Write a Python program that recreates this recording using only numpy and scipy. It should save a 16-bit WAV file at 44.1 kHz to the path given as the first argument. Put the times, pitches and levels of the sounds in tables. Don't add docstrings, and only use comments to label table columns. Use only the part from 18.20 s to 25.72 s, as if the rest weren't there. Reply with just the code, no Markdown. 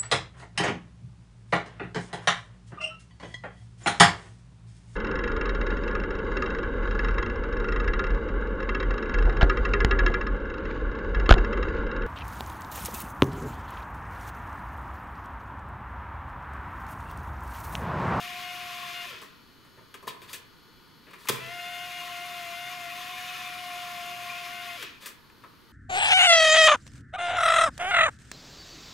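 import sys
import numpy as np
from scipy import signal
from scipy.fft import rfft, irfft, next_fast_len
from scipy.io import wavfile
from scipy.ndimage import uniform_filter1d

SR = 44100
rng = np.random.default_rng(int(sys.argv[2]) if len(sys.argv) > 2 else 0)


def amplitude_ratio(level_db):
    exponent = np.asarray(level_db, float) / 20
    return 10 ** exponent


def wrap_up_sound(samples):
    columns = np.atleast_2d(samples).T
    tamed = np.clip(columns, -1, 1)
    steps = np.round(tamed * 32767).astype(np.int16)
    wavfile.write(sys.argv[1], SR, steps)


N = 331632


def rms_one(x):
    return x / np.sqrt(np.mean(x ** 2) + 1e-20)


def at_hz(points, hz):
    table_hz, values = np.array(points)[:, :2].T
    return np.interp(np.log(hz + 1e-9), np.log(table_hz), values)


def drift(rate_hz):
    r = np.exp(-80 * np.pi * rate_hz / SR)
    slow = signal.lfilter([1], [1, -2 * r, r * r], rng.standard_normal(N // 40 + 2002))[2000:]
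    return np.interp(np.arange(N) / 40, np.arange(len(slow)), rms_one(slow))


def colour(x, points, scale=1):
    gain = amplitude_ratio(scale * at_hz(points, np.fft.rfftfreq(N, 1 / SR)))
    return irfft(rfft(x) * gain, N)


def butter(x, order, hz, kind="low"):
    return signal.sosfilt(signal.butter(order, hz, kind, fs=SR, output="sos"), x)


def resonate(x, modes, patchy_db=0):
    out = np.zeros(N)
    for k, (hz, width, db) in enumerate(modes):
        r = np.exp(-np.pi * width / SR)
        poles = [1, -2 * r * np.cos(2 * np.pi * hz / SR), r * r]
        ring = signal.lfilter([(1 - r * r) / 2, 0, (r * r - 1) / 2], poles, x + 1e-18)
        out += (-1) ** k * amplitude_ratio(db + patchy_db * drift(7.9)) * ring
    return out


# (time [s], pole rate [Hz], whine level [dB])
SPINDLE = [(0, 713, -45), (.35, 716.2, -42.5), (.72, 706, -46), (.86, 707.4, -46), (3.2, 663, -59),
           (3.26, 667.6, -49), (3.33, 705.5, -42.5), (3.62, 706, -42), (3.75, 711, -43), (3.95, 701, -42.5),
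           (4.1, 710, -41), (4.3, 691.5, -42), (4.53, 714.3, -42), (4.68, 696, -41.5), (4.9, 725, -45),
           (5.2, 721, -45), (5.55, 707.8, -39.5), (6.57, 700.8, -44.5)]
# (from [s], to [s])
CURRENT = [
    (-1, .862),
    (3.2, 6.572),
]
# (time [s], loss [dB])
FALTERS = [
    (.73, 6.5),
    (5.17, 8.9),
    (6.19, 2.1),
]


def motor():
    t = np.arange(N) / SR
    s, table_hz, table_db = np.transpose(SPINDLE)
    turning = (t >= s[0]) & (t <= s[-1])
    pole_hz = np.where(turning, np.interp(t, s, table_hz), 662)
    whine_db = np.where(turning, np.interp(t, s, table_db), -130)
    live = sum(1. * ((t > on) & (t < off)) for on, off in CURRENT)
    whine_db = whine_db + 20 * np.log10(uniform_filter1d(live, size=500) + 1e-5)
    half_width_s = 0.015
    whine_db -= sum(db * np.exp(-((t - at) / half_width_s) ** 2) for at, db in FALTERS)
    return pole_hz, whine_db


JITTER_DB = [-56, -52.5, -52.5]
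# (from [s], to [s], third partial [dB], fourth partial [dB])
SINGING = [(0.076, 0.113, -55, -46), (0.244, 0.322, -47, -46), (0.574, .63, -51, -48),
           (.75, 0.826, -45.5, -45), (3.198, 3.4, -46, -48.5), (3.396, 3.665, -45.5, -45.5),
           (3.72, 3.82, -46.5, -44.5), (3.887, 4.298, -48, -51), (4.329, 4.5, -45.5, -48),
           (4.557, 4.7, -47, -56), (5.45, 5.621, -50.5, -52), (5.74, 5.94, -51.5, -51),
           (6.32, 6.422, -45.5, -47), (6.484, 6.575, -47, -49)]


def partials(whine_db):
    t = np.arange(N) / SR
    edge_s, second_under_third_db = 0.01, 6.5
    second, third, fourth = [np.full(N, float(db)) for db in JITTER_DB]
    for start, end, third_db, fourth_db in SINGING:
        true = np.clip(np.minimum(t - start, end - t) / edge_s + .5, 0, 1)
        second += true * (third_db - second_under_third_db - JITTER_DB[0])
        third += true * (third_db - JITTER_DB[1])
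        fourth += true * (fourth_db - JITTER_DB[2])
    dead = np.minimum(whine_db + 55, 0)
    singing_db = third - JITTER_DB[1]
    return second + dead, third + dead, fourth + dead, singing_db


# (from [s], pole rate [Hz], slowing time constant [s], level [dB])
COASTING = [
    (.862, 660, .24, -56),
    (6.575, 600, .17, -51),
]


def coasting():
    t, hz, db = np.arange(N) / SR, np.full(N, 400.), np.full(N, -120.)
    peak_s, rise_db, fade_db_per_s = .05, 7, 220
    for start, start_hz, slow_s, top_db in COASTING:
        age = t - start
        on = (age >= 0) & (age < .25)
        hz = np.where(on, start_hz * np.exp(-np.maximum(age, 0) / slow_s), hz)
        rise = rise_db * (age / peak_s - 1)
        fade = -fade_db_per_s * (age - peak_s)
        db = np.where(on, top_db + np.minimum(rise, fade), db)
    return hz, db


# (multiple of the pole rate, level against third and fourth [dB])
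HIGH_PARTIALS = [(5, -7), (6, -15), (7, -19)]
# (eighths of the pole rate, level against the third [dB])
SHAFT_ORDERS = [(17, -7), (21, -11), (22, -13), (25, -11), (29, -10), (37, -14)]


def whine(turn, whine_db, second_db, third_db, fourth_db):
    out = amplitude_ratio(whine_db + 0.72 * drift(29)) * np.sin(turn + 0.14 * drift(20))
    out += amplitude_ratio(third_db / 2 - 35 + 2 * drift(6)) * np.sin(1.5 * turn + .25 * drift(15))
    out += amplitude_ratio(second_db + 2.0 * drift(25)) * np.sin(2 * turn + .2 * drift(18))
    out += amplitude_ratio(third_db + 2.2 * drift(25)) * np.sin(3 * turn + .25 * drift(18))
    out += amplitude_ratio(fourth_db + 2.5 * drift(25)) * np.sin(4 * turn + .4 * drift(18))
    for k, db in HIGH_PARTIALS:
        level_db = (third_db + fourth_db) / 2 + db
        out += amplitude_ratio(level_db + 2.5 * drift(15)) * np.sin(k * turn + .5 * drift(20))
    fade = 1.5 * np.minimum(third_db + 45, 0)
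    for eighths, db in SHAFT_ORDERS:
        level_db = third_db + db + fade
        out += amplitude_ratio(level_db + 1.5 * drift(15)) * np.sin(eighths / 8 * turn + .3 * drift(15))
    coast_hz, coast_db = coasting()
    coast_turn = 2 * np.pi * np.cumsum(coast_hz) / SR
    out += amplitude_ratio(coast_db + 2.5 * drift(40)) * np.sin(coast_turn + .6 * drift(40))
    return np.sqrt(2) * out


CLAMPED_S = [
    -2.5,
    3.105,
]
# (time [s], dying rate [dB/s])
LIFTS = [
    (.9, 85),
    (6.63, 119),
]
# (shortfall [dB], time constant [s])
SETTLING = [
    (4.64, 0.23),
    (22, 0.38),
    (14, 0.14),
]


def contact(singing_db):
    t, out = np.arange(N) / SR, np.full((3, N), -130.)
    full_db = np.array([[-41], [-48.5], [-52]])
    dies = np.array([[1], [0], [2.9]])
    short_db, settle_s = np.transpose(SETTLING)[:, :, None]
    for seated, (lifted, dying), (_, cut) in zip(CLAMPED_S, LIFTS, CURRENT):
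        age = np.maximum(t - seated, 0)
        gone = dying * np.maximum(t - lifted, 0)
        db = full_db - short_db * np.exp(-age / settle_s) - gone * dies
        db[1] -= 150 * np.maximum(t - cut, 0)
        db[2] -= 2 * np.clip((t - lifted) / 0.98 + 1, 0, 1)
        out = np.where(t > seated, np.maximum(db, out), out)
    out[0] -= .3 * singing_db
    out[1] += 1.2 * drift(3) - 0.48 * singing_db
    return out


# (frequency [Hz], width [Hz], level [dB])
FRAME_MODES = [(1325, 35, -6), (1430, 50, -8), (1750, 45, -6), (1925, 50, -6), (2250, 70, -12),
               (2398, 28, 2), (2547, 28, 1), (2720, 60, -10), (2930, 60, -8), (3150, 70, -9),
               (3340, 50, -8), (3590, 60, -7), (5110, 200, -16), (6500, 300, -20)]
# (frequency [Hz], width [Hz], level [dB])
PLATE_MODES = [(1050, 36, 7), (1088, 68, 5), (1150, 76, 0.5)]
# (frequency [Hz], width [Hz], level [dB])
DESK_HUM_MODES = [(124, 14, 2), (200, 45, -4), (370, 18, -1), (536, 28, -5)]
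# (frequency [Hz], density [dB per Hz])
RASP_SPECTRUM = [(900, -58), (1100, -24), (1600, -11), (2500, -8.5), (3600, -11.5), (5000, -17),
                 (7500, -26.5), (9000, -29.5)]
# (frequency [Hz], density [dB per Hz])
HISS_SPECTRUM = [(4500, -17), (5500, -19), (6500, 9.5), (7600, -1.5), (9000, -2), (11000, 0.5),
                 (14000, -0.5), (16500, -21)]


def rub(turn, singing_db):
    rasp_db, plate_db, hiss_db = contact(singing_db)
    sizes = amplitude_ratio(0.9 * np.minimum(rng.exponential(1, N), 5)) * rng.choice([-1, 1], N)
    strikes = rng.random(N) < 6000 / SR
    grains = sizes * strikes * (1 + 0.033 * np.cos(turn / 2)) * amplitude_ratio(0.98 * drift(13.7))
    rasp = resonate(grains, FRAME_MODES, patchy_db=2.5) + amplitude_ratio(1.5) * colour(grains[::-1], RASP_SPECTRUM)
    rasp = rms_one(butter(rasp, 6, 1000, "high"))
    plate = rms_one(butter(resonate(grains, PLATE_MODES, patchy_db=0.5), 6, 1000, "high"))
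    hump_hz = 11430 + 301 * drift(1.5)
    band = rms_one(butter(rng.standard_normal(N), 2, 900))
    hump = band * np.cos(2 * np.pi * np.cumsum(hump_hz) / SR)
    hiss = rms_one(rms_one(colour(grains, HISS_SPECTRUM)) + amplitude_ratio(-2.5) * hump)
    hum = amplitude_ratio(-21.0) * rms_one(resonate(grains, DESK_HUM_MODES, patchy_db=-0.5))
    return amplitude_ratio(rasp_db) * (rasp + hum) + amplitude_ratio(plate_db) * plate + amplitude_ratio(hiss_db) * hiss


# (time [s], peak level [dB], shell centre [Hz], t60 [s])
FINGER_PRESSES = [(1.447, -50, 1220, .11), (1.825, -42, 945, 0.16), (1.87, -32, 1270, 0.035),
                  (3.095, -19.5, 1530, 0.035), (3.144, -41, 1329, .15), (6.821, -45, 1780, 0.14)]
DISK_CLACKS = [(1.875, -24.5, 1000, 0.061), (1.882, -28.5, 2100, 0.049), (1.879, -30, 3700, 0.053),
               (2.138, -41, 3470, 0.043), (2.908, -43, 1050, 0.06), (2.932, -39.5, 1600, 0.17),
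               (3.053, -38, 1150, .067), (3.071, -29.5, 1840, 0.088), (3.092, -17, 3140, 0.05),
               (6.888, -58, 1350, .097), (7.097, -46.5, 1890, .04)]
EJECT_LEVER = [(1.016, -38.5, 1050, 0.19), (1.741, -35, 1730, 0.096), (1.888, -39.5, 2540, 0.27),
               (2.017, -39.5, 2880, 0.022), (2.023, -42.5, 2030, .21), (2.096, -45.5, 1080, 0.43),
               (6.615, -40.5, 2400, 0.21), (6.625, -27.5, 2280, 0.05)]
SHUTTER_SNAPS = [(2.13, -31, 2270, 0.14), (3.086, -15.5, 1340, 0.058), (3.117, -34, 1310, 0.26),
                 (6.596, -44, 2690, 0.041), (6.858, -34, 2060, 0.19)]
SOFT_TAPS = [(0.926, -39, 1300, 0.21), (1.573, -44.5, 1110, 0.2), (2.867, -46, 1830, 0.43),
             (7.231, -43, 1010, 0.085), (7.237, -40.5, 1230, 0.12)]
# (treble level [dB], bass level [dB])
KIND_COLOURS = [
    (-14.5, -8.5),
    (-15.5, -27),
    (-9.5, -15),
    (-2, -24.5),
    (-26, -10.5),
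]


def strikes_on_case(contacts, flip):
    shell, crack, desk = np.zeros((3, N))
    t = np.arange(SR // 2) / SR
    kinds = [FINGER_PRESSES, DISK_CLACKS, EJECT_LEVER, SHUTTER_SNAPS, SOFT_TAPS]
    for rows, (treble_db, bass_db) in zip(kinds, KIND_COLOURS):
        for s, db, centre_hz, t60 in rows:
            at, t60 = round(s * SR), max(t60, .01)
            span = slice(at, at + len(t))
            attack = np.minimum(t * SR / 20, 1) * (1 + 0.49 * np.exp(-t / 0.0019))
            decay = amplitude_ratio(db - 60 * np.maximum(t / t60 - .06, 0))
            rattle = (attack * decay)[:N - at] * contacts[span]
            struck_part = butter(rattle, 2, [centre_hz / 1.94, centre_hz * 1.43], "band")
            shell[span] += struck_part * np.sqrt(8000 / centre_hz)
            crack[span] += rattle * amplitude_ratio(treble_db) * flip[span]
            desk[span] += rattle * amplitude_ratio(bass_db)
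    return shell, crack, desk


# (from [s], to [s], level [dB], relative treble [dB])
SLOT_SLIDES = [
    (2.074, 2.125, -55, -7),
    (2.974, 3.078, -64, 1),
    (6.799, 6.87, -54.5, -3.5),
]


def slides(contacts, flip):
    shell, crack = np.zeros((2, N))
    for start, end, db, treble_db in SLOT_SLIDES:
        corners_s = [start, start + 0.33 * (end - start), end, end + 0.0029]
        stroke = np.interp(np.arange(N) / SR, corners_s, [0.01, 0.93, 1, 0.012])
        shell += amplitude_ratio(db + 17.5 + 2.0 * drift(60)) * stroke * contacts
        crack += amplitude_ratio(db + 10 + treble_db) * stroke * contacts * flip
    return shell, crack


# (time [s], level [dB])
DESK_BLOWS = [
    (1.574, 1),
    (1.877, 7),
    (2.133, 1),
    (3.094, 22.5),
    (3.132, 19.5),
    (7.233, -4),
]
# (frequency [Hz], width [Hz], level [dB])
DESK_TOP_MODES = [(95.5, 21, -18.5), (127.6, 9.9, 0), (174, 66, -16.5), (246, 71, -10.5)]


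def thumps():
    push = np.zeros(N)
    for s, db in DESK_BLOWS:
        push[round(s * SR)] = amplitude_ratio(db)
    return resonate(butter(push + 1e-18, 2, 300), DESK_TOP_MODES)


# (frequency [Hz], width [Hz], level [dB])
SHELL_MODES = [(1030, 130, -1), (1270, 170, -2), (1730, 200, -3), (2090, 250, -1), (2450, 250, -2),
               (2900, 250, -1), (3330, 250, 0), (3800, 300, 0), (4400, 400, -3), (4850, 400, -4)]
# (frequency [Hz], width [Hz], level [dB])
DESK_MODES = [(188, 15, -2), (310, 85, -10.5), (380, 57, 5), (420, 180, 0), (680, 86, -4)]


def knocks():
    contacts = rng.standard_normal(N) * amplitude_ratio(3 * rng.standard_normal(N) + 1)
    flip = rng.choice([-1, 1], N)
    shell, crack, desk = strikes_on_case(contacts, flip)
    slide_shell, slide_crack = slides(contacts, flip)
    shell, crack = shell + slide_shell, crack + slide_crack
    broad = butter(shell, 2, [800, 5000], "band")
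    crack = butter(butter(crack, 2, 3200, "high"), 1, 14000) * amplitude_ratio(1.5)
    out = amplitude_ratio(-1.5) * resonate(shell, SHELL_MODES) + amplitude_ratio(-17.5) * broad + amplitude_ratio(-5.5) * crack
    return out + amplitude_ratio(16.0) * resonate(desk, DESK_MODES) + thumps()


# (frequency [Hz], t60 [s])
ROOM_DECAY = [(100, 0.89), (1000, 0.61), (5000, 0.27), (15000, 0.062)]


def room(x):
    size = next_fast_len(N + SR)
    hz = np.fft.rfftfreq(size, 1 / SR)
    t60, sides = at_hz(ROOM_DECAY, hz), np.zeros((2, len(hz)), complex)
    for k, lag in enumerate(rng.uniform(.009, .035, 20)):
        echo = amplitude_ratio(-60 * lag / t60) * np.exp(-2j * np.pi * hz * lag)
        sides[k % 2] += echo / (1 - echo) * (-1) ** (k // 2)
    return irfft(rfft(x, size) * sides, size)[:, :N]


# (frequency [Hz], rms level [dB])
HARD_DISK_LINES = [(1211, -77), (1443, -73.5), (2396, -80), (2950, -90), (3015, -73), (3354, -75),
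                   (4134, -75), (4172, -89), (4328, -96), (4441, -71.5), (4716, -78), (5254, -82),
                   (5523, -100), (6605, -81)]


def hard_disk():
    t, out = np.arange(N) / SR, np.zeros(N)
    fade_db = 4 * np.clip(t - 6, 0, 1)
    for hz, db in HARD_DISK_LINES:
        level = amplitude_ratio(db + 3 - fade_db + 1.5 * drift(1.5))
        out += level * np.sin(2 * np.pi * hz * t + .6 * drift(1.5))
    return out * amplitude_ratio([[2.5], [-2.5]])


# (frequency [Hz], density [dB per Hz])
FLOOR_SPECTRUM = [(20, -10), (45, -10), (120, -4.5), (290, -6.5), (480, -12), (600, -22), (800, -20.5),
                  (900, -12), (1400, -13.5), (2500, -21), (4300, -19), (5500, -26.5), (7500, -35.5),
                (13000, -28), (16000, -34)]
# (frequency [Hz], likeness [0-1])
SIDE_LIKENESS = [(60, 0.26), (180, 0.22), (550, 0.75), (1650, 0.68), (4970, 0.54), (15000, 0.44)]
# (frequency [Hz], left minus right [dB])
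SIDE_BALANCE = [(60, -2.5), (180, -1.5), (550, 1), (1650, 1), (4970, 1.5), (15000, -0.5)]


def fan_floor():
    hz = np.fft.rfftfreq(N, 1 / SR)
    alike = np.clip(at_hz(SIDE_LIKENESS, hz), 0, 1)
    spectrum = amplitude_ratio(at_hz(FLOOR_SPECTRUM, hz))
    mid, side = rfft(rng.standard_normal((2, N))) * spectrum
    tilt = amplitude_ratio(at_hz(SIDE_BALANCE, hz) * [[.5], [-.5]])
    noise = irfft(tilt * (np.sqrt(1 + alike) * mid + np.sqrt(1 - alike) * side * [[1], [-1]]), N)
    return amplitude_ratio(-57) * noise / np.sqrt(np.mean(noise.mean(axis=0) ** 2))


# (frequency [Hz], left minus right [dB])
NEAR_BALANCE = [(60, 14), (130, -6), (290, -10.5), (640, 2.5), (1410, 8.5), (3100, 7), (6820, 1),
                (15000, 12)]


def scene():
    pole_hz, whine_db = motor()
    *upper_db, singing_db = partials(whine_db)
    turn = 2 * np.pi * np.cumsum(pole_hz + 2.0 * drift(4.91)) / SR
    tone = whine(turn, whine_db, *upper_db)
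    noise = rub(turn, singing_db)
    hits = knocks()
    near = tone + noise + hits
    direct = np.array([colour(near, NEAR_BALANCE, scale=0.22), colour(near, NEAR_BALANCE, scale=-0.47)])
    echoes = room(amplitude_ratio(-26) * tone + amplitude_ratio(-16) * noise + amplitude_ratio(-17) * hits)
    return direct + echoes + hard_disk() + fan_floor()


def roll_off(x):
    return signal.sosfilt(signal.butter(12, 16690, fs=SR, output="sos"), x)


def record(dry):
    steep = signal.ellip(12, .5, 70, 15740, fs=SR, output="sos")
    return roll_off(signal.sosfilt(steep, dry))


dry = scene()
out = record(dry)
wrap_up_sound(out)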